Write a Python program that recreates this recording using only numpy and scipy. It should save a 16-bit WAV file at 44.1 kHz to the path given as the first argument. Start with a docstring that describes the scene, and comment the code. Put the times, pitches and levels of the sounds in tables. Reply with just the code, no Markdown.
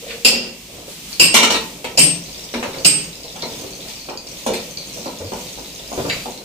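"""An aluminium pressure cooker is closed on a stove in a bare plastered kitchen, over a soft hiss and hum.
First the pot drags a little, then the lid clanks and bounces on its rim and a sleeve swishes past.
Between further clanks the lid rocks into its seat and is clamped, as handles click and the pot knocks.
Then the pot is shifted by its handles with dull knocks and drags, and near the end metal squeaks.
Struck parts are decaying modes plus noise bursts, friction is slip-driven noise; a limiter ducks peaks."""
import sys
import numpy as np
from scipy import signal
from scipy.fft import rfft, irfft, next_fast_len
from scipy.io import wavfile
from scipy.ndimage import uniform_filter1d, minimum_filter1d

SR = 44100
rng = np.random.default_rng(int(sys.argv[2]) if len(sys.argv) > 2 else 0)


def dump_mix(stems):
    """Bounce the given channels to the path in sys.argv[1] as a 16-bit WAV at rate SR."""
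    frames = np.atleast_2d(stems).T  # one column per channel
    limited = np.clip(frames, -1, 1)  # hard clip at full scale
    pcm = np.round(limited * 32767).astype(np.int16)
    wavfile.write(sys.argv[1], SR, pcm)


N = 284224
TIME = np.arange(N) / SR
RING = int(.5 * SR)   # length of a struck sound and of the room path, samples
BUMP_HZ = 343   # centre of the pot's bump under a blow of the lid

# hard clanks of the lid, which rings less once it is held: t/s, bounce gap/s, rim ring level/dB,
# contact noise level/dB, treble tilt/dB per octave, chime level/dB, pot thud level/dB, stove bump level/dB
CLANKS = [(0.248, 0.0062, 1, -1.5, 0, -14.5, -38, -12.5), (1.197, .013, -2.5, -7, -1.5, -7.5, -20, -26),
          (1.974, .015, -13.5, -8.5, -0.5, -4, -17.5, -24.5), (2.847, .013, -9, -7.5, -.5, -1.5, -17, -29)]
# a touch and two bounces in every clank: delay/bounce gaps, then offsets to the clank's own levels:
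# rim ring/dB, contact noise/dB, thud/dB
BOUNCES = [(0, -5, -4.5, 2.5), (0.999, -2.5, 1.5, -2), (2.599, -11.5, -12, -19)]
BOUNCE_TILT_DB = .7   # each bounce is brighter by so many dB an octave
# ringing of the lid's rim: f/Hz, level/dB, t60/s
RIM_MODES = [(2730, -28.5, 0.71), (2733, -2.5, 0.012), (2800, -30, .04), (3200, -32, 0.021),
             (4787, -8, 0.045), (4997, -4, 0.0073), (5150, -8.5, 0.057), (7260, -7.5, 0.013),
             (7100, -21, 0.006), (8150, -9.5, 0.2), (9700, -18.5, 0.053), (10980, -12.5, 0.036),
             (11780, -13.5, 0.15), (12800, -41, .03)]
# noise of rim on rim: f/Hz, level/dB per Hz
RIM_CRACK = [(60, -56), (150, -10), (400, -1.5), (1300, -15), (1800, -12), (2600, 7.5), (3600, -4),
             (5000, 5), (6300, -10), (7200, 4.5), (8300, -1), (9500, -18.5), (13000, -7), (15500, -22)]
# thud of the pot under the lid: f/Hz, level/dB, t60/s
THUD_MODES = [(171.5, -7, 0.2), (144.7, -10.5, 0.092), (291, -10, 0.078)]
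# chime of the small steel fitting: f/Hz, level/dB, t60/s
CHIME_MODES = [(8267, 1, .24), (8197, -13, .08), (11800, -31, .06)]


def clanks():
    """Rim on rim, bouncing twice: lid rings, pot thuds and bumps the stove; a bounce chimes the fitting."""
    out = np.zeros((2, N))
    for s, gap_s, ring_db, noise_db, first_tilt_db, chime_db, thud_db, bump_db in CLANKS:
        for k, (gaps, more_ring_db, more_noise_db, more_thud_db) in enumerate(BOUNCES):
            path = kitchen(direct_db=-13.5, build_s=0.0016)
            tilt_db = first_tilt_db + k * BOUNCE_TILT_DB
            rim = from_db(ring_db + more_ring_db) * ring(RIM_MODES, path, tilt_db, pivot_hz=4700)
            contact = crack(RIM_CRACK, path, decay_s=0.0084, tilt_db=tilt_db)
            contact = from_db(noise_db + more_noise_db) * contact
            thud = from_db(thud_db + more_thud_db) * ring(THUD_MODES, path)
            add(out, s + gaps * gap_s, rim + contact + thud)
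        chime = from_db(chime_db) * ring(CHIME_MODES, kitchen(direct_db=-8))
        add(out, s + gap_s, chime)
        add(out, s, from_db(bump_db) * bump(BUMP_HZ, path))
    return out


# the lid drops and rocks into its seat: t/s, level/dB, treble tilt/dB per octave
ROCKS = [(1.342, -6.5, 1.5), (1.428, -14.5, -1), (1.502, -19, -1), (1.542, -22, -2)]
# the far side of the rim lands later, softer and brighter (tilt per octave)
FAR_SIDE_S, FAR_SIDE_DB, FAR_SIDE_TILT_DB = 0.017, -9.5, 5.5
ROCK_BUMP_DB = -10.5   # the pot's bump, relative to each rock


def rattles():
    """The lid drops into its seat and rocks there, near side then far side, bumping the pot each time."""
    out, path = np.zeros((2, N)), kitchen(direct_db=3)
    for s, db, tilt_db in ROCKS:
        near_side = rattle(tilt_db) + from_db(ROCK_BUMP_DB) * bump(BUMP_HZ, path)
        far_side = rattle(tilt_db + FAR_SIDE_TILT_DB)
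        add(out, s, from_db(db) * near_side)
        add(out, s + FAR_SIDE_S, from_db(db + FAR_SIDE_DB) * far_side)
    return out


# lid and pot ringing together: f/Hz, level/dB, t60/s
SEAT_MODES = [(267, -19.5, 0.12), (370, -40, 0.19), (447.5, -18.5, 0.24), (888, -12, 0.17),
              (995, -14.5, 0.062), (1314, -16.5, 0.086), (1414, -25.5, 0.23), (1893, -18, 0.19),
              (2328, -12, 0.17), (2422, -17, 0.078), (2890, -15.5, 0.22), (3654, -15, 0.11),
              (4200, -16.5, 0.079), (5620, -22, 0.11), (6260, -23, 0.076)]
# noise of the lid meeting its seat: f/Hz, level/dB per Hz
SEAT_CRACK = [(50, -49), (140, -14), (300, 13), (1600, 9.5), (2600, 19.5), (4000, 14), (5000, 11),
              (6000, 8.5), (7200, 6), (8800, 9), (10000, -7), (12500, 0), (15500, -34)]


def rattle(tilt_db, crack_db=1.0, low_cut_hz=130):
    """The lid lands in its seat: lid and pot ring together."""
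    path = kitchen(direct_db=-13)
    contact = from_db(crack_db) * crack(SEAT_CRACK, path, decay_s=0.0019, tilt_db=tilt_db)
    blow = ring(SEAT_MODES, path, tilt_db, pivot_hz=2060) + contact
    return signal.sosfilt(signal.butter(2, low_cut_hz, "high", fs=SR, output="sos"), blow)


# the pot knocks on the stove, higher when the contact is harder, and jolts the lid:
# t/s, level/dB, centre f/Hz, lid rattle level/dB, lid treble tilt/dB per octave
KNOCKS = [(0.316, -19, 380, -55, 0), (1.843, -30.5, 586, -29.5, -0.5), (2.538, -26.5, 247, -28.5, -2.5),
          (2.627, -27.5, 880, -29, -2), (2.738, -40, 905, -39.5, -4.5), (3.357, -40.5, 810, -40.5, -4.5),
          (3.424, -32, 570, -35, -5.5), (3.88, -54, 700, -39, 1), (4.086, -31.5, 860, -36.5, -5.5),
          (4.463, -19.5, 483, -29, 6), (4.535, -35, 400, -28.5, 5), (4.971, -34.5, 455, -46, 15.5),
          (5.058, -28.5, 644, -52.5, -11), (5.319, -28, 615, -43.5, -4), (5.575, -39, 720, -66, -14.5),
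          (5.916, -29.5, 610, -62, -12.5), (6.256, -29.5, 655, -47, -7)]
# the base falls back: softer, and lower by this ratio
REBOUND_S, REBOUND_DB, REBOUND_PITCH = .022, -7.5, 0.49


def knocks(left_db=0.1):
    """The pot bumps on the stove and falls back; the jolt rattles the lid."""
    out = np.zeros((2, N))
    for s, db, hz, lid_db, tilt_db in KNOCKS:
        path = kitchen(direct_db=-3.5)
        add(out, s, from_db(db) * bump(hz, path) + from_db(lid_db) * rattle(tilt_db))
        add(out, s + REBOUND_S, from_db(db + REBOUND_DB) * bump(hz * REBOUND_PITCH, path))
    return out * from_db(left_db * np.array([[1], [-1]]))   # left up, right down


# ringing of the pot's base: f/Hz, level/dB, t60/s
BASE_MODES = [(191, -23, 0.15), (235.2, -7.5, 0.12), (295, -37, 0.33), (365.5, -14.5, 0.27),
              (427, -12, 0.016), (501, -12.5, 0.17), (563, -5, 0.013), (752, -5.5, 0.014),
              (964, -7.5, 0.032)]
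# noise of base on stove: f/Hz, level/dB per Hz
BASE_CRACK = [(40, -48), (100, -14), (200, -17), (550, 1), (950, 7), (1500, 8.5), (4000, -36), (15000, -41)]


def bump(hz, path, crack_db=-4, below=0.26, above=1.6):
    """One contact of the base with the stove; it favours the modes around its own centre."""
    body = ring(BASE_MODES, path) + from_db(crack_db) * crack(BASE_CRACK, path, decay_s=0.0057)
    contact = signal.butter(2, [hz * below, hz * above], "band", fs=SR, output="sos")
    return burst_one(signal.sosfilt(contact, body))


# the sharpest clicks of the handles: t/s, level/dB, f/Hz
CLICKS = [(1.129, -43.5, 4440), (2.785, -46.5, 4530), (3.423, -39.5, 4110), (4.174, -43, 4720),
          (4.773, -41.5, 4410), (5.476, -51, 4300)]


def handles(per_s=42, faintest_db=-56.5, spread_db=6, low_hz=3600, high_hz=6600):
    """The handles click in the grip, with fainter ticks of ten pitches strewn at random in between."""
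    out, path = np.zeros((2, N)), kitchen(direct_db=-2)
    for s, db, hz in CLICKS:
        add(out, s, from_db(db) * click(hz, path))
    ticks = [click(hz, path) for hz in np.geomspace(low_hz, high_hz, 10)]
    slot_s = .01   # at most one tick in each slot
    slots = np.arange(2, TIME[-1] - slot_s, slot_s)   # ticks start at 2 s
    for s, (chance, size, which, late) in zip(slots, rng.random((len(slots), 4))):
        if chance < per_s * slot_s:
            tick = ticks[int(which * len(ticks))]
            add(out, s + late * slot_s, from_db(faintest_db + spread_db * size) * tick)
    return out


# ringing of a handle: multiple of the click's pitch, level/dB, t60/s
HANDLE_MODES = [(0.528, -4.5, 0.044), (1.002, 9, 0.0081), (1.38, 0.5, .008)]
# contact noise of a handle: f/Hz, level/dB per Hz
HANDLE_CRACK = [(500, 19), (3000, -59), (4500, 21), (7000, -16), (15000, -4)]


def click(hz, path):
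    """One small, well damped contact of a handle."""
    modes = [(hz * multiple, db, t60) for multiple, db, t60 in HANDLE_MODES]
    return ring(modes, path) + from_db(-4) * crack(HANDLE_CRACK, path, decay_s=.004)


# pushes that shift the pot: t/s, length/s, drag level/dB, base groan level/dB, stove rumble level/dB
PUSHES = [(.02, 0.14, -43, -35, -75), (.68, 0.22, -40.5, -62, -60), (2.56, 0.24, -38, -52, -67),
          (3.47, 0.4, -40, -52.5, -65), (4.48, 0.044, -25.5, -26.5, -55), (5.2, 0.051, -31.5, -32.5, -34),
          (5.97, 0.12, -23.5, -45, -44)]
PUSH_RISE_S, PUSH_FALL_DB_PER_S = 0.01, 149
GRIP_FROM_S, GRIP_DB = 1.2, -43.5   # once in hand, the pot never rests quite still
# friction noise of the dragging base: f/Hz, level/dB per Hz
SLIDING = [(40, -59), (100, 1.5), (180, 2), (330, 6), (490, 9), (680, 2.5), (1000, -7.5), (1600, -12.5),
           (5000, -50), (15000, -55)]
# groan of the base: f/Hz, level/dB per Hz
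GROANING = [(200, -44), (420, -38), (465, 0.5), (495, -11), (550, -14), (900, -40), (3000, -80)]
# rumble of the stove: f/Hz, level/dB per Hz
RUMBLING = [(30, -25), (70, -5), (100, 12), (135, -17), (200, -24), (500, -45), (3000, -70)]


def slide():
    """The base drags over the stove in small slips and groans; a hard push sets the stove rumbling."""
    push, groan, rumble = strokes(PUSHES, PUSH_RISE_S, PUSH_FALL_DB_PER_S)
    grip = from_db(GRIP_DB) * (TIME > GRIP_FROM_S)
    drag = stick_slip(slips_per_s=190, slip_db=4.5, decay_s=0.0043) * noise(SLIDING, N)
    drag = np.hypot(push, grip) * rms_one(heard(drag, kitchen(direct_db=1)))
    return drag + groan * noise(GROANING, N) + rumble * noise(RUMBLING, N)


# the rim sticks and slips: t/s, length/s, squeal level/dB, scrape level/dB
SQUEAKS = [(.03, 0.079, -86, -35.5), (6.078, 0.021, -28.5, -23), (6.1, 0.036, -33.5, -27.5),
           (6.18, 0.066, -40.5, -41)]
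SQUEAK_RISE_S, SQUEAK_FALL_DB_PER_S = 0.021, 380
# gritty scrape of metal on metal: f/Hz, level/dB per Hz
SCRAPING = [(400, -40), (1300, 5.5), (1700, 0), (2400, 15), (3200, 5.5), (4600, 8.5), (6000, -21),
            (15000, -48)]


def squeak(slip_hz=2358, waver=0.0015, third_db=-4, room_db=-7):
    """Metal turns on metal: a gritty scrape, and a squeal on harmonics two and three of the slip rate."""
    squeal, scrape = strokes(SQUEAKS, SQUEAK_RISE_S, SQUEAK_FALL_DB_PER_S)
    wander = rms_one(uniform_filter1d(rng.standard_normal(N), size=400))
    phase = 2 * np.pi * np.cumsum(slip_hz * (1 + waver * wander)) / SR
    tone = squeal * (np.sin(2 * phase) + from_db(third_db) * np.sin(3 * phase))
    grit = scrape * stick_slip(slips_per_s=140, slip_db=10, decay_s=0.0015) * noise(SCRAPING, N)
    return tone + heard(grit + from_db(room_db) * tone, kitchen(direct_db=-6))


# a sleeve swishes past: t/s, length/s, level/dB (a ceiling: the swell is cut short)
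SWISHES = [(.85, 0.044, -30), (1.05, 0.066, -32)]
SWISH_RISE_S, SWISH_FALL_DB_PER_S = 0.098, 137
# swish of cloth: f/Hz, level/dB per Hz
CLOTH = [(300, -5), (2000, 0), (4000, 6.5), (9000, 3), (14000, -3), (16000, -6)]
# hiss under it all: f/Hz, level/dB per Hz
HISS = [(20, -24), (35, -1), (52, 23), (80, 4), (170, 21.5), (500, 6.5), (1000, 4.5), (1500, -3),
        (2400, 11.5), (4500, 10), (6500, 9.5), (8800, 7), (10000, 1.5), (15500, 3.5)]
HISS_DB, HISS_WAVER_DB, HISS_WAVER_S = -36, 2.43, .15   # the hiss wavers slowly
DIP_AT_S, DIP_WIDTH_S, DIP_DB = 0.62, 0.17, -5.5   # the hiss dips briefly
HUM_HZ, HUM_DB = 50, -55


def background():
    """A hiss that wavers and dips once, a low mains hum and the swish of a sleeve."""
    steps = np.arange(0, TIME[-1] + HISS_WAVER_S, HISS_WAVER_S)
    waver_db = HISS_WAVER_DB * np.interp(TIME, steps, rng.standard_normal(len(steps)))
    dip_db = DIP_DB * np.exp(-((TIME - DIP_AT_S) / DIP_WIDTH_S) ** 2)
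    hiss = from_db(HISS_DB + waver_db + dip_db) * two_ports(noise(HISS, N, channels=2), apart_hz=960)
    swish = strokes(SWISHES, SWISH_RISE_S, SWISH_FALL_DB_PER_S)
    sleeve = swish * two_ports(noise(CLOTH, N, channels=2))
    hum = from_db(HUM_DB) * np.sin(2 * np.pi * HUM_HZ * TIME)
    return hiss + sleeve + hum


# the kitchen's decay: f/Hz, t60/s
ROOM_T60 = [(100, 0.59), (400, 0.52), (1500, 0.45), (3000, 0.37), (6000, 0.35), (9000, 0.23), (15000, 0.19)]
PORT_LAG_S = .0003   # the left microphone hears the pot later


def kitchen(direct_db=-9, build_s=0.0013, early=0.74, early_s=0.049):
    """Pot to microphones: direct sound, strong reflections from nearby walls, a tail dying by band."""
    t, hz = np.arange(RING) / SR, np.fft.rfftfreq(RING, 1 / SR)
    white = np.exp(2j * np.pi * rng.random((2, len(hz))))
    edges_hz = [1, 200, 700, 2000, 4000, 7000, 10000, SR / 2]
    tail = 0
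    for low, high in zip(edges_hz, edges_hz[1:]):
        band = irfft(white * (hz >= low) * (hz < high), RING)
        tail = tail + band * np.exp(-np.log(1000) * t / at_hz(ROOM_T60, (low + high) / 2))
    swell = (1 - np.exp(-t / build_s)) * (1 + early * np.exp(-t / early_s))
    path = two_ports(tail * swell) / np.sqrt(RING)
    path[[0, 1], [round(PORT_LAG_S * SR), 0]] += from_db(direct_db)
    return path


def heard(x, path):
    """A mono sound carried along a room path."""
    return signal.fftconvolve(np.atleast_2d(x), path, axes=1)[:, :x.shape[-1]]


def two_ports(pair, apart_hz=900):
    """Diffuse sound at two close microphones: alike in the bass, unrelated in the treble; rms 1."""
    mid, side = pair
    side = signal.sosfilt(signal.butter(1, apart_hz, "high", fs=SR, output="sos"), side)
    bass = signal.sosfilt(signal.butter(1, apart_hz, fs=SR, output="sos"), mid)
    mid = mid + (np.sqrt(2) - 1) * bass   # makes up for the missing side
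    return rms_one(np.array([mid + side, mid - side]))


def ring(modes, path, tilt_db=0, pivot_hz=3000):
    """Struck modes in the room, each a decaying cosine, tilted in dB per octave about the pivot."""
    t, out = np.arange(RING) / SR, 0
    for hz, db, t60 in modes:
        mode = rng.choice([-1, 1]) * np.cos(2 * np.pi * hz * t) * np.exp(-np.log(1000) * t / t60)
        mode = mode * (1 - np.exp(-t * hz))   # a mode radiates little below its own frequency
        out = out + from_db(db + tilt_db * np.log2(hz / pivot_hz)) * burst_one(heard(mode, path))
    return out


def crack(spectrum, path, decay_s, tilt_db=0):
    """The many short-lived modes of a contact, merged into a burst of noise."""
    burst = noise(spectrum, RING, tilt_db=tilt_db) * np.exp(-np.arange(RING) / SR / decay_s)
    return burst_one(heard(burst, path))


def stick_slip(slips_per_s, slip_db, decay_s):
    """Friction force: uneven slips of bounded size, each dying quickly; rms 1."""
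    size = from_db(slip_db * np.clip(rng.standard_normal(N), -2, 2))
    slips = (rng.random(N) < slips_per_s / SR) * size
    return rms_one(signal.lfilter([1], [1, -np.exp(-1 / (decay_s * SR))], slips + 1e-18))


def strokes(rows, rise_s, fall_db_per_s):
    """Each stroke swells toward its level and, past its length, dies away; one curve per dB column."""
    out = 0
    for start, length, *levels_db in rows:
        rise = np.clip((TIME - start) / rise_s, 0, 1)
        fall = from_db(-fall_db_per_s * np.maximum(TIME - start - length, 0))
        out = out + np.outer(from_db(levels_db), rise * fall)
    return out


def noise(spectrum, size, channels=1, tilt_db=0):
    """Noise with a given spectrum, tilted by so many dB an octave; rms 1."""
    fast = next_fast_len(size)
    hz = np.fft.rfftfreq(fast, 1 / SR)
    gain = from_db(at_hz(spectrum, hz) + tilt_db * np.log2(hz + 1))
    white = rng.standard_normal((channels, fast))
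    return rms_one(irfft(rfft(white) * gain, fast)[:, :size])


def at_hz(points, hz):
    """Read a table on a log-frequency axis."""
    f, value = np.transpose(points)
    return np.interp(np.log(np.maximum(hz, 1)), np.log(f), value)


def from_db(db):
    """Decibels to gain."""
    return 10 ** (np.asarray(db) / 20)


def rms_one(x):
    """Scale to rms 1."""
    return x / np.sqrt(np.mean(x ** 2) + 1e-20)


def burst_one(x):
    """Scale a dying sound to the energy of rms 1 held for a sixteenth of a second."""
    return rms_one(x) * np.sqrt((SR // 16) / x.shape[-1])


def add(out, s, sound):
    """Mix a sound in at a given time."""
    start = max(round(s * SR), 0)
    out[:, start:start + sound.shape[1]] += sound[:, :out.shape[1] - start]


def scene():
    """Lid, pot and handles in the kitchen."""
    return clanks() + rattles() + knocks() + handles() + slide() + squeak() + background()


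def record(dry, threshold_db=4.0, release_db_per_s=70, ceiling=1.2, cutoff_hz=15300):
    """A look-ahead limiter ducks the peaks and recovers; what is left is rounded and the top is cut."""
    peak = -minimum_filter1d(-np.abs(dry).max(axis=0), size=128)
    excess_db = np.maximum(20 * np.log10(peak + 1e-9) - threshold_db, 0)
    recovery_db = release_db_per_s * TIME
    duck_db = np.maximum.accumulate(excess_db + recovery_db) - recovery_db
    held = dry * from_db(-uniform_filter1d(duck_db, size=128))
    rounded = held / (1 + (held / ceiling) ** 8) ** (1 / 8)
    return signal.sosfilt(signal.ellip(10, .1, 80, cutoff_hz, fs=SR, output="sos"), rounded)


dry = scene()
out = record(dry)
dump_mix(out)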